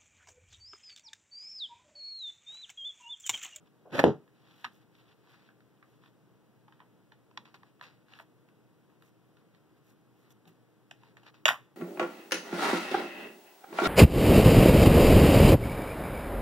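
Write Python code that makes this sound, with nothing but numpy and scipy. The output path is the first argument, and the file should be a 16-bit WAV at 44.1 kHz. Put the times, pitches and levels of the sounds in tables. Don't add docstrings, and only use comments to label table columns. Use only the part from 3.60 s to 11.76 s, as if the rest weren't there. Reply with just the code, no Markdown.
import sys
import numpy as np
from scipy import signal
from scipy.fft import rfft, irfft, next_fast_len
from scipy.io import wavfile

SR = 44100
rng = np.random.default_rng(int(sys.argv[2]) if len(sys.argv) > 2 else 0)


def output_pcm(signal):
    pcm = np.clip(np.atleast_2d(signal).T, -1, 1) * 32767
    wavfile.write(sys.argv[1], SR, np.round(pcm).astype(np.int16))


def volts(x):
    e = np.asarray(x, float) / 20
    return 10 ** e


N = 359856

# pitch in Hz, width in Hz, level in dB.
TRAY_WALLS = [(2970, 920, 4.5), (3840, 650, -0.5), (5100, 2700, -10.5), (7800, 2200, -18.5)]


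def slam():
    # start in seconds, peak in dB, pitch of the push in Hz.
    blow = (.4408, -0.65, 520)
    # pitch in Hz, level in dB, time to fade by 60 dB in seconds.
    table_notes = [(135.1, -7.5, 0.21), (187, -12, 0.2), (227.4, -3, 0.17), (272, -8, 0.25), (324, 2, 0.16),
                   (397.6, 2, 0.094), (455, -3, 0.13), (514, 1, 0.12), (537.4, -8, 0.17), (580, -4, 0.11),
                   (760.5, -6, .12), (820, -2.5, 0.11), (899, -10.5, 0.095), (990, -16.5, 0.14)]
    # pitch in Hz, level in dB per Hz.
    shudder_colour = [(24, -68), (50, -36), (90, -26), (134, -5), (230, -9.5), (298, -13.5), (333, -2.5),
                      (571, -18), (789, -19.5), (1680, -34.5), (2230, -45), (3220, -42), (7000, -59.5),
                      (9100, -93), (15400, -120)]
    start, db, push_hz = blow
    out, t = np.zeros((2, N)), np.arange(SR // 3) / SR
    lead_in = .002
    late = np.maximum(t - lead_in, 0)

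    u = np.pi * push_hz * (t - lead_in)
    push = (1 - 2 * u ** 2 - 0.029 * u ** 3) * np.exp(-u ** 2)

    crack_modes = modes([(1550, 500, 3), (3200, 1400, 0), (5600, 2500, -12), (11000, 7000, -19)])
    crack = volts(-6.5 - 60 * late / 0.0049) * (late > 0) * rng.standard_normal(len(t))
    crack = filtered(crack, lambda f: crack_modes(f) * resonance(f, 2300, 6000))

    ring = np.zeros(len(t))
    for hz, note_db, t60 in table_notes:
        fade = volts(note_db - 60 * late / min(t60, .17))
        ring += fade * np.sin(2 * np.pi * hz * late + rng.uniform(0, 2 * np.pi))
    shudder = unit(filtered(rng.standard_normal((2, len(t))), lambda f: volts(along(shudder_colour, f))))
    shudder = shudder * volts(-60 * late / 0.18)
    rise = 1 - np.exp(-late / 0.0026)

    def land_twice(x):
        second = np.pad(x, ((0, 0), (round(.022 * SR), 0)))[:, :len(t)]
        return x + volts(-3) * second

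    thump = push + crack + land_twice(volts(-15) * shudder * rise)
    add(out, volts(db) * room(thump, wet_db=-8.5, life=0.76), start - lead_in)
    add(out, volts(db - 12.5) * land_twice(peak_one(ring) * rise * [[1], [1]]), start - lead_in)
    return out


def press():
    # time in seconds, creak in dB.
    force = [
        (.3, -69.5),
        (.324, -49),
        (.342, -32),
        (.378, -34.5),
        (.388, -28),
        (.397, -19.5),
        (.41, -30.5),
        (.428, -38.5),
        (.439, -36),
    ]
    # pitch in Hz, level in dB per Hz.
    creak_colour = [(35, -48.5), (60, -22.5), (139, 4), (415, -2), (517, 3.5), (674, -3.5), (1300, -15.5),
                    (1570, -11.5), (2500, -31), (3250, -55.5), (5500, -120)]
    # pitch in Hz, level in dB per Hz.
    tear_colour = [(710, -45), (1200, -16), (1570, -8), (2100, -14.5), (3440, -16), (7970, -36),
                   (8880, -57), (9990, -32.5), (15700, -41)]
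    # start in seconds, length in seconds, level in dB.
    slack_move = (.254, .068, -53.5)
    t = np.arange(N) / SR
    seconds, force_db = np.transpose(force)
    creak = volts(np.interp(t, seconds, force_db, -140, -140))
    tear = volts(-37.5) * (creak / volts(-28.5)) ** 1.05

    start, length, db = slack_move
    late = np.clip(t - start, 0, length)
    slack = volts(db - 127 * late)
    slack = slack * np.minimum(late / 0.002, 1) * (late < length)
    slack_colour = [(250, -19.5), (400, -3), (680, -1.5), (950, -13), (1500, -20.5), (2500, -71.5)]
    out = slack * grainy(slack_colour, rough_db=1.0, rate=130)
    out = out + creak * grainy(creak_colour, rough_db=-0.5, rate=120)
    return out + tear * grainy(tear_colour, rough_db=3.5, rate=420)


def die_breaks_through():
    # start in seconds, peak in dB, pitch in Hz, click of the walls in dB.
    jolts = [
        (0.382, -25.5, 1298, -14),
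        (0.3928, -11, 1589, -16),
        (0.396, -17, 581, -17.5),
        (0.4, -19, 880, -14),
    ]
    return taps(jolts, own_db=2.5, wet_db=-8, life=0.99, edge_db=-30.5, t60=0.0071, thin_hz=420,
                attack=.0004, ring_db=-5, ring_cycles=22)


def fibres_crackle():
    # start in seconds, peak in dB, pitch in Hz, click of the walls in dB.
    snaps = [(.305, -62, 650, 0), (.309, -60, 630, -1), (.328, -38, 520, -14), (.3333, -42, 668, -3),
             (.3417, -36, 510, -4.5), (.352, -36, 600, -3), (.3602, -36, 641, -4.5), (.366, -37.5, 560, -6),
             (.377, -34.5, 1250, -4)]
    return taps(snaps, own_db=1.5, wet_db=-9.5, life=0.8, edge_db=-22, t60=.007, thin_hz=350, attack=.0004)


def lever_rebounds():
    # start in seconds, peak in dB, pitch in Hz, click of the walls in dB.
    rattles = [
        (1.0405, -55, 2580, 0),
        (1.0445, -27.5, 920, -3),
        (1.049, -27.5, 1220, -4.5),
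        (1.054, -34.5, 1560, -18),
        (1.059, -36, 1360, -16),
        (1.066, -41.5, 920, -17),
    ]
    return taps(rattles, own_db=9.5, wet_db=-11, life=0.65, edge_db=-23.0, t60=0.012, thin_hz=650,
                attack=0.00084, ring_db=-3, ring_cycles=18)


def tray_snaps_shut():
    # start in seconds, peak in dB, pitch in Hz, click of the walls in dB.
    strikes = [(7.8562, -13.5, 1679, 4), (7.858, -11, 632, -3), (7.8645, -18, 649, -7.5),
               (7.872, -26.5, 1100, -6.5), (7.8818, -16, 1131, 0.5), (7.8845, -22, 1568, 5),
               (7.8885, -11, 1061, -11), (7.8898, -10, 1628, -11), (7.9, -25, 1780, -4.5),
               (7.906, -24.5, 771, -9.5), (7.913, -25.5, 1368, -9.5), (7.921, -30, 850, -6.5),
               (7.933, -31.5, 1094, -16), (7.943, -34, 1101, -12), (7.957, -37, 1150, -16)]
    return taps(strikes, own_db=5.5, wet_db=-6.0, life=0.7, edge_db=-14.0, t60=0.0082, thin_hz=436,
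                attack=0.0005, ring_db=-8.5, ring_cycles=21, walls=TRAY_WALLS, top_hz=9500)


def tray_catches():
    # start in seconds, peak in dB, pitch in Hz, click of the walls in dB.
    catches = [(3.712, -54, 990, -11), (3.771, -63, 1500, 2), (3.7745, -33.5, 940, 2.5),
               (3.7785, -34, 975, -20), (3.855, -53, 1015, 2), (3.875, -54, 1070, -8),
               (3.943, -45, 1050, -2), (4.032, -45.5, 1016, -13), (4.212, -33.5, 1000, -10),
               (4.228, -56, 990, -14), (4.239, -47, 970, 1), ]
    return taps(catches, own_db=12, wet_db=-14, life=0.8, edge_db=-28.5, t60=0.0142, thin_hz=520,
                attack=0.00084, ring_db=-7, ring_cycles=30)


def tray_runs_over_stops():
    # start in seconds, peak in dB, pitch in Hz, click of the walls in dB.
    knocks = [(4.484, -57, 1430, -4), (4.524, -54, 1770, -6), (4.5366, -48.5, 1400, 5),
              (4.555, -55, 1500, 1), (4.5894, -41, 1420, -5), (4.5979, -39, 1690, -11),
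              (4.601, -38, 700, -17)]
    return taps(knocks, own_db=-2, wet_db=-7.5, life=0.86, edge_db=-20.5, t60=0.0081, thin_hz=614,
                attack=0.0006)


def tray_pushed_in():
    # start in seconds, peak in dB, pitch in Hz, click of the walls in dB.
    knocks = [(7.3115, -42, 1769, 1), (7.3135, -43.5, 716, 1), (7.4345, -48.5, 947, -7.5),
              (7.5695, -46.5, 1790, -4.5), (7.633, -50.5, 820, -6), (7.665, -48.5, 1055, -20),
              (7.75, -58.5, 924, -10)]
    return taps(knocks, own_db=6, wet_db=-8.5, life=0.8, edge_db=-18, t60=0.011, thin_hz=450,
                attack=0.00064, walls=TRAY_WALLS, top_hz=9100)


def punch_turned_over():
    # start in seconds, peak in dB, pitch in Hz, click of the walls in dB.
    knocks = [(1.672, -56, 1105, -9), (1.742, -53, 1298, -16.5), (1.889, -50.5, 1350, -25.5),
              (2.005, -56, 1490, -12), (2.227, -47.5, 1357, -22), (2.437, -51, 1030, -10),
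              (3.081, -49, 920, -15), (3.124, -49.5, 899, -9), (3.194, -56, 1650, -14),
              (3.203, -44.5, 990, -16), (3.216, -53.5, 800, -24), (3.52, -47.5, 884, -7)]
    return taps(knocks, own_db=7.5, wet_db=-4.5, life=.75, edge_db=-34.0, t60=0.019, thin_hz=715,
                attack=0.00072)


def edges_tick():
    # start in seconds, peak in dB, pitch in Hz, click of the walls in dB.
    ticks = [(0.678, -56, 1181, -10), (0.911, -65, 899, 9.5), (1.352, -68.5, 936, 11),
             (2.175, -68, 1500, -1.5), (2.46, -54.5, 963, -3), (4.196, -57, 1080, -6),
             (4.888, -61, 1056, 1), (5.3, -62.5, 1200, -7), (5.423, -49.5, 1170, -10),
             (5.77, -56.5, 1420, -4.5), (5.948, -60, 942, 2), (6.706, -57.5, 1410, 2.5),
             (6.855, -60, 1130, 1), (6.877, -60.5, 773, 5.5)]
    return taps(ticks, own_db=2, wet_db=-7, life=.75, edge_db=-12.5, t60=0.016, thin_hz=868, attack=0.00065)


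def bump():
    # start in seconds, peak in dB.
    jolts = [
        (1.058, -58.5),
        (3.79, -60),
        (6.871, -52),
        (7.875, -46),
        (7.901, -55),
    ]
    out, t = np.zeros((2, N)), np.arange(SR // 8) / SR
    for start, db in jolts:
        burst = rng.standard_normal((2, len(t))) * volts(-60 * t / 0.15)
        thud = filtered(burst, lambda f: resonance(f, 197.4, 250.8) ** 2)
        add(out, volts(db) * room(peak_one(thud), wet_db=5.5), start - .015)
    return out


def slide():
    # start in seconds, length in seconds, scrape in dB, fine hiss over it in dB.
    sheet = [(0.041, 0.043, -72.5, -23.5), (0.678, 0.27, -69, -20), (0.853, 0.24, -63, -15),
             (1.05, .15, -71, -8), (1.17, 0.072, -72, -16), (1.28, .17, -68.5, -15.5),
             (1.417, 0.132, -66, -28), (1.628, 0.14, -66, -18), (1.739, 0.1933, -73, -24),
             (2.21, 0.18, -77, -7), (2.36, 0.15, -70, -20.5)]
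    # start in seconds, length in seconds, scrape in dB, fine hiss over it in dB.
    fingers = [(1.5, 0.405, -68.5, -25), (3.09, 0.11, -81, -25), (3.96, 0.16, -72.5, -23.5),
               (4.45, 0.14, -61.5, -23), (4.55, 0.085, -65, -8.5), (5.38, 0.13, -72.5, -5.5),
               (5.74, 0.094, -78, -16), (5.9, 0.092, -75, -21), (6.15, 0.045, -74.5, -12),
               (6.21, 0.13, -72.5, -3), (6.52, 0.15, -76.5, -4.5), (6.62, 0.088, -73, -18),
               (6.69, .04, -69, -2), (7.32, 0.213, -69.5, -21), (7.61, 0.099, -62, -24)]
    # start in seconds, time to fade by 60 dB in seconds, scrape in dB, fine hiss over it in dB.
    slips = [(3.2, 0.049, -67, -30), (3.85, 0.268, -58.5, -25), (3.941, 0.096, -50.5, -20),
             (4.221, 0.35, -50, -23), (6.871, .2, -61, -7), (7.569, 0.18, -61, -28),
             (7.661, 0.13, -55.5, -28.5), (7.738, 0.252, -59.5, -23.5)]
    # pitch in Hz, level in dB per Hz.
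    rustle_colour = [(300, -33), (700, -9), (1400, -9), (2400, -10.5), (3400, -9.5), (5500, -21),
                     (7500, -33.5), (12000, -71)]
    # pitch in Hz, level in dB per Hz.
    scrape_colour = [(240, -39), (400, -6.5), (691, -12), (757, -2), (1360, -2), (2260, -3.5), (3340, -8.5),
                     (4230, -8), (9000, -35.5), (11700, -64), (19800, -120)]
    # pitch in Hz, level in dB per Hz.
    fine_colour = [(2940, -38), (5000, -4), (5800, 4), (8840, -3), (12800, 3), (15700, -1.5)]
    rustle, sheet_hiss = strokes(sheet, [])
    scrape, finger_hiss = strokes(fingers, slips)
    rub = rustle * grainy(rustle_colour, rough_db=2.5, rate=210)
    rub = rub + scrape * grainy(scrape_colour, rough_db=2.5, rate=620)
    return rub + volts(2.5) * (sheet_hiss + finger_hiss) * grainy(fine_colour, rough_db=5.0, rate=930)


def air():
    # pitch in Hz, level in dB per Hz.
    air_colour = [(15, -53), (25, -26), (64, -13), (95, -7.5), (124, 5), (265, -1), (311, -2.5),
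                  (383, -2.5), (471, -2.5), (553, -8.5), (936, -11.5), (1590, -16.5), (2190, -26.5),
                  (3160, -25.5), (4450, -36), (6000, -36.5), (7800, -60.5), (13200, -120)]
    # pitch in Hz, level in dB.
    hum_lines = [(120, -79.5), (312, -79.5)]
    t = np.arange(N) / SR
    hum = sum(volts(db + 7.5) * np.sin(2 * np.pi * hz * t) for hz, db in hum_lines)
    return volts(-65) * grainy(air_colour, rough_db=-0.5, rate=9.8) + hum


def taps(events, own_db, wet_db, life, edge_db, t60, thin_hz, attack, ring_db=-12, ring_cycles=25,
         walls=None, top_hz=6400):
    # pitch in Hz, width in Hz, level in dB.
    shell = [(560, 51, -1), (990, 920, -7.5), (1909, 210, -10.5)]
    # pitch in Hz, width in Hz, level in dB.
    ribs = [(2750, 1800, 0), (3922, 900, 3), (5940, 2000, -7.5)]
    wall_modes = modes(ribs if walls is None else walls)
    out, t = np.zeros((2, N)), np.arange(SR // 16) / SR
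    rise = 1 - np.exp(-t / attack)

    def thin(f):
        return (1j * f / (1j * f + thin_hz)) ** 4 + volts(-24)

    for start, db, hz, click_db in events:
        burst = rng.standard_normal((4, len(t))) * volts(-60 * t / t60) * rise
        body_modes = modes(shell + [(hz, .2 * hz, own_db)])
        body = filtered(burst[0], lambda f: thin(f) * body_modes(f) / (1 + (f / 2600) ** 4))
        ring = np.sin(2 * np.pi * hz * t) * volts(ring_db - 60 * t * hz / ring_cycles) * rise
        click = filtered(burst[1], lambda f: wall_modes(f) * resonance(f, 1900, 3300) / (1 + (f / top_hz) ** 8))
        edge = filtered(burst[2:], lambda f: resonance(f, 12000, 13000) ** 2)
        tap = peak_one(body) + ring + volts(click_db + 2.5) * peak_one(click) + volts(edge_db) * peak_one(edge)
        add(out, volts(db - 1.0) * room(tap, wet_db, life), start - .0008)
    return out


def strokes(drags, slips):
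    gains, t = np.zeros((2, N)), np.arange(SR // 2) / SR

    def drag(length):
        return abs(np.sin(np.pi * np.clip(t / length, 0, 1) ** 1.9)) ** 0.74

    def slip(t60):
        return volts(-60 * t / t60) * (1 - np.exp(-t / 0.0027))

    for shape, rows in ((drag, drags), (slip, slips)):
        for start, length, db, hiss_db in rows:
            add(gains, volts([[db], [db + hiss_db]]) * shape(length), start)
    return gains


def grainy(spectrum, rough_db, rate):
    knots = np.clip(rng.standard_normal(int(N * rate / SR) + 2), -2, 2)
    bursts = volts(rough_db * np.interp(np.arange(N) * rate / SR, np.arange(len(knots)), knots))
    return unit(filtered(bursts * rng.standard_normal((2, N)), lambda hz: volts(along(spectrum, hz))))


def room(x, wet_db, life=0.64):
    # pitch in Hz, time to fade by 60 dB in seconds.
    fade_times = [(100, 0.25), (300, 0.22), (1000, .18), (4000, 0.19), (12000, 0.22)]
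    length = SR // 4
    hz, t, z = signal.stft(rng.standard_normal((2, length)), SR, nperseg=256)
    fade = volts(-60 * t / life / along(fade_times, hz)[:, None])
    far_end = volts(-24 - 60 * t / 0.4)
    tail = signal.istft(z * (fade + far_end), SR, nperseg=256)[1][:, :length]
    tail = np.pad(tail / np.linalg.norm(tail[0]), ((0, 0), (200, 0)))
    out = volts(wet_db) * signal.fftconvolve(x * [[1], [1]], tail, axes=1)
    out[:, :x.shape[-1]] += x
    return out


def ports(paths, alike, spread, apart_hz, leak=0.0067):
    # pitch in Hz, lead in radians.
    right_lead = [(60, 1.8), (200, 1.5), (600, 1), (1100, 0.075), (1600, .3)]
    port_hz = 2200
    m = next_fast_len(N + 4096)
    hz, both = np.fft.rfftfreq(m, 1 / SR), rfft(paths, m)
    turn = 2 * np.pi * np.maximum(hz / port_hz - .5, 0)
    lead = (turn - 0.67 * np.sin(turn) + spread * along(right_lead, hz) * (hz < port_hz / 2)) / 2
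    share = np.clip(alike, 0, 1)
    mid = both[0] * np.cos(lead)
    side = (share * both[0] + np.sqrt(1 - share ** 2) * both[1]) * 1j * np.sin(lead)
    apart = leak / (1 + (1500 / (hz + 1)) ** 4) + (1 - leak) / (1 + (apart_hz / (hz + 1)) ** 6)
    apart = np.clip(apart, 0, 1)
    matrixed = np.array([mid - side, mid + side]) * np.sqrt(1 - apart)
    return irfft(matrixed + both * 1j * np.sqrt(apart), m)[:, :N]


def resonance(f, hz, width):
    return 1j * f * width / (hz * hz - f * f + 1j * f * width)


def modes(table):
    return lambda f: sum((-1) ** k * volts(db) * resonance(f, hz, w) for k, (hz, w, db) in enumerate(table))


def filtered(x, response):
    m = next_fast_len(x.shape[-1] + 4096)
    return irfft(rfft(x, m) * response(np.fft.rfftfreq(m, 1 / SR)), m)[..., :x.shape[-1]]


def along(points, hz):
    f, v = np.transpose(points)
    return np.interp(np.log(hz + 1), np.log(f + 1), v)


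def unit(x):
    return x / np.sqrt(np.mean(x ** 2) + 1e-20)


def peak_one(x):
    return x / abs(x).max()


def add(out, x, start):
    part = out[:, round(start * SR):][:, :x.shape[1]]
    part += x[:, :part.shape[1]]


def scene():
    punch = slam() + press() + die_breaks_through() + fibres_crackle() + lever_rebounds()
    punch = punch + punch_turned_over() + edges_tick() + bump()
    tray = tray_snaps_shut() + tray_catches() + tray_runs_over_stops() + tray_pushed_in()
    near = ports(punch, alike=.45, spread=0.44, apart_hz=9510, leak=.025)
    near = near + ports(tray, alike=.45, spread=0.5, apart_hz=10500, leak=0.011)
    far = ports(slide(), alike=0.51, spread=0.23, apart_hz=9020)
    far = far + ports(air(), alike=0.72, spread=0.9, apart_hz=9000)
    return near + far * volts([[.6], [-.6]])


def band_limit(x):
    return signal.sosfilt(signal.butter(12, 16460, fs=SR, output="sos"), x)


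def record(dry):
    # pitch in Hz, level in dB per Hz.
    hiss_colour = [(600, -16), (2000, 4), (7000, -7), (15000, -6.5), (16000, -2)]
    noise = rng.standard_normal((2, N))
    hiss = volts(-79) * unit(filtered(noise, lambda hz: volts(along(hiss_colour, hz))))
    hiss = ports(hiss, alike=.3, spread=.6, apart_hz=11400) + volts(-2.0) * hiss[::-1, ::-1]
    hiss = hiss * volts([[.8], [-.8]])
    mix = filtered(dry + hiss, lambda hz: (hz < 15750) * (1j * hz / (1j * hz + 45)) ** 2)
    return band_limit(mix)


dry = scene()
out = record(dry)
output_pcm(out)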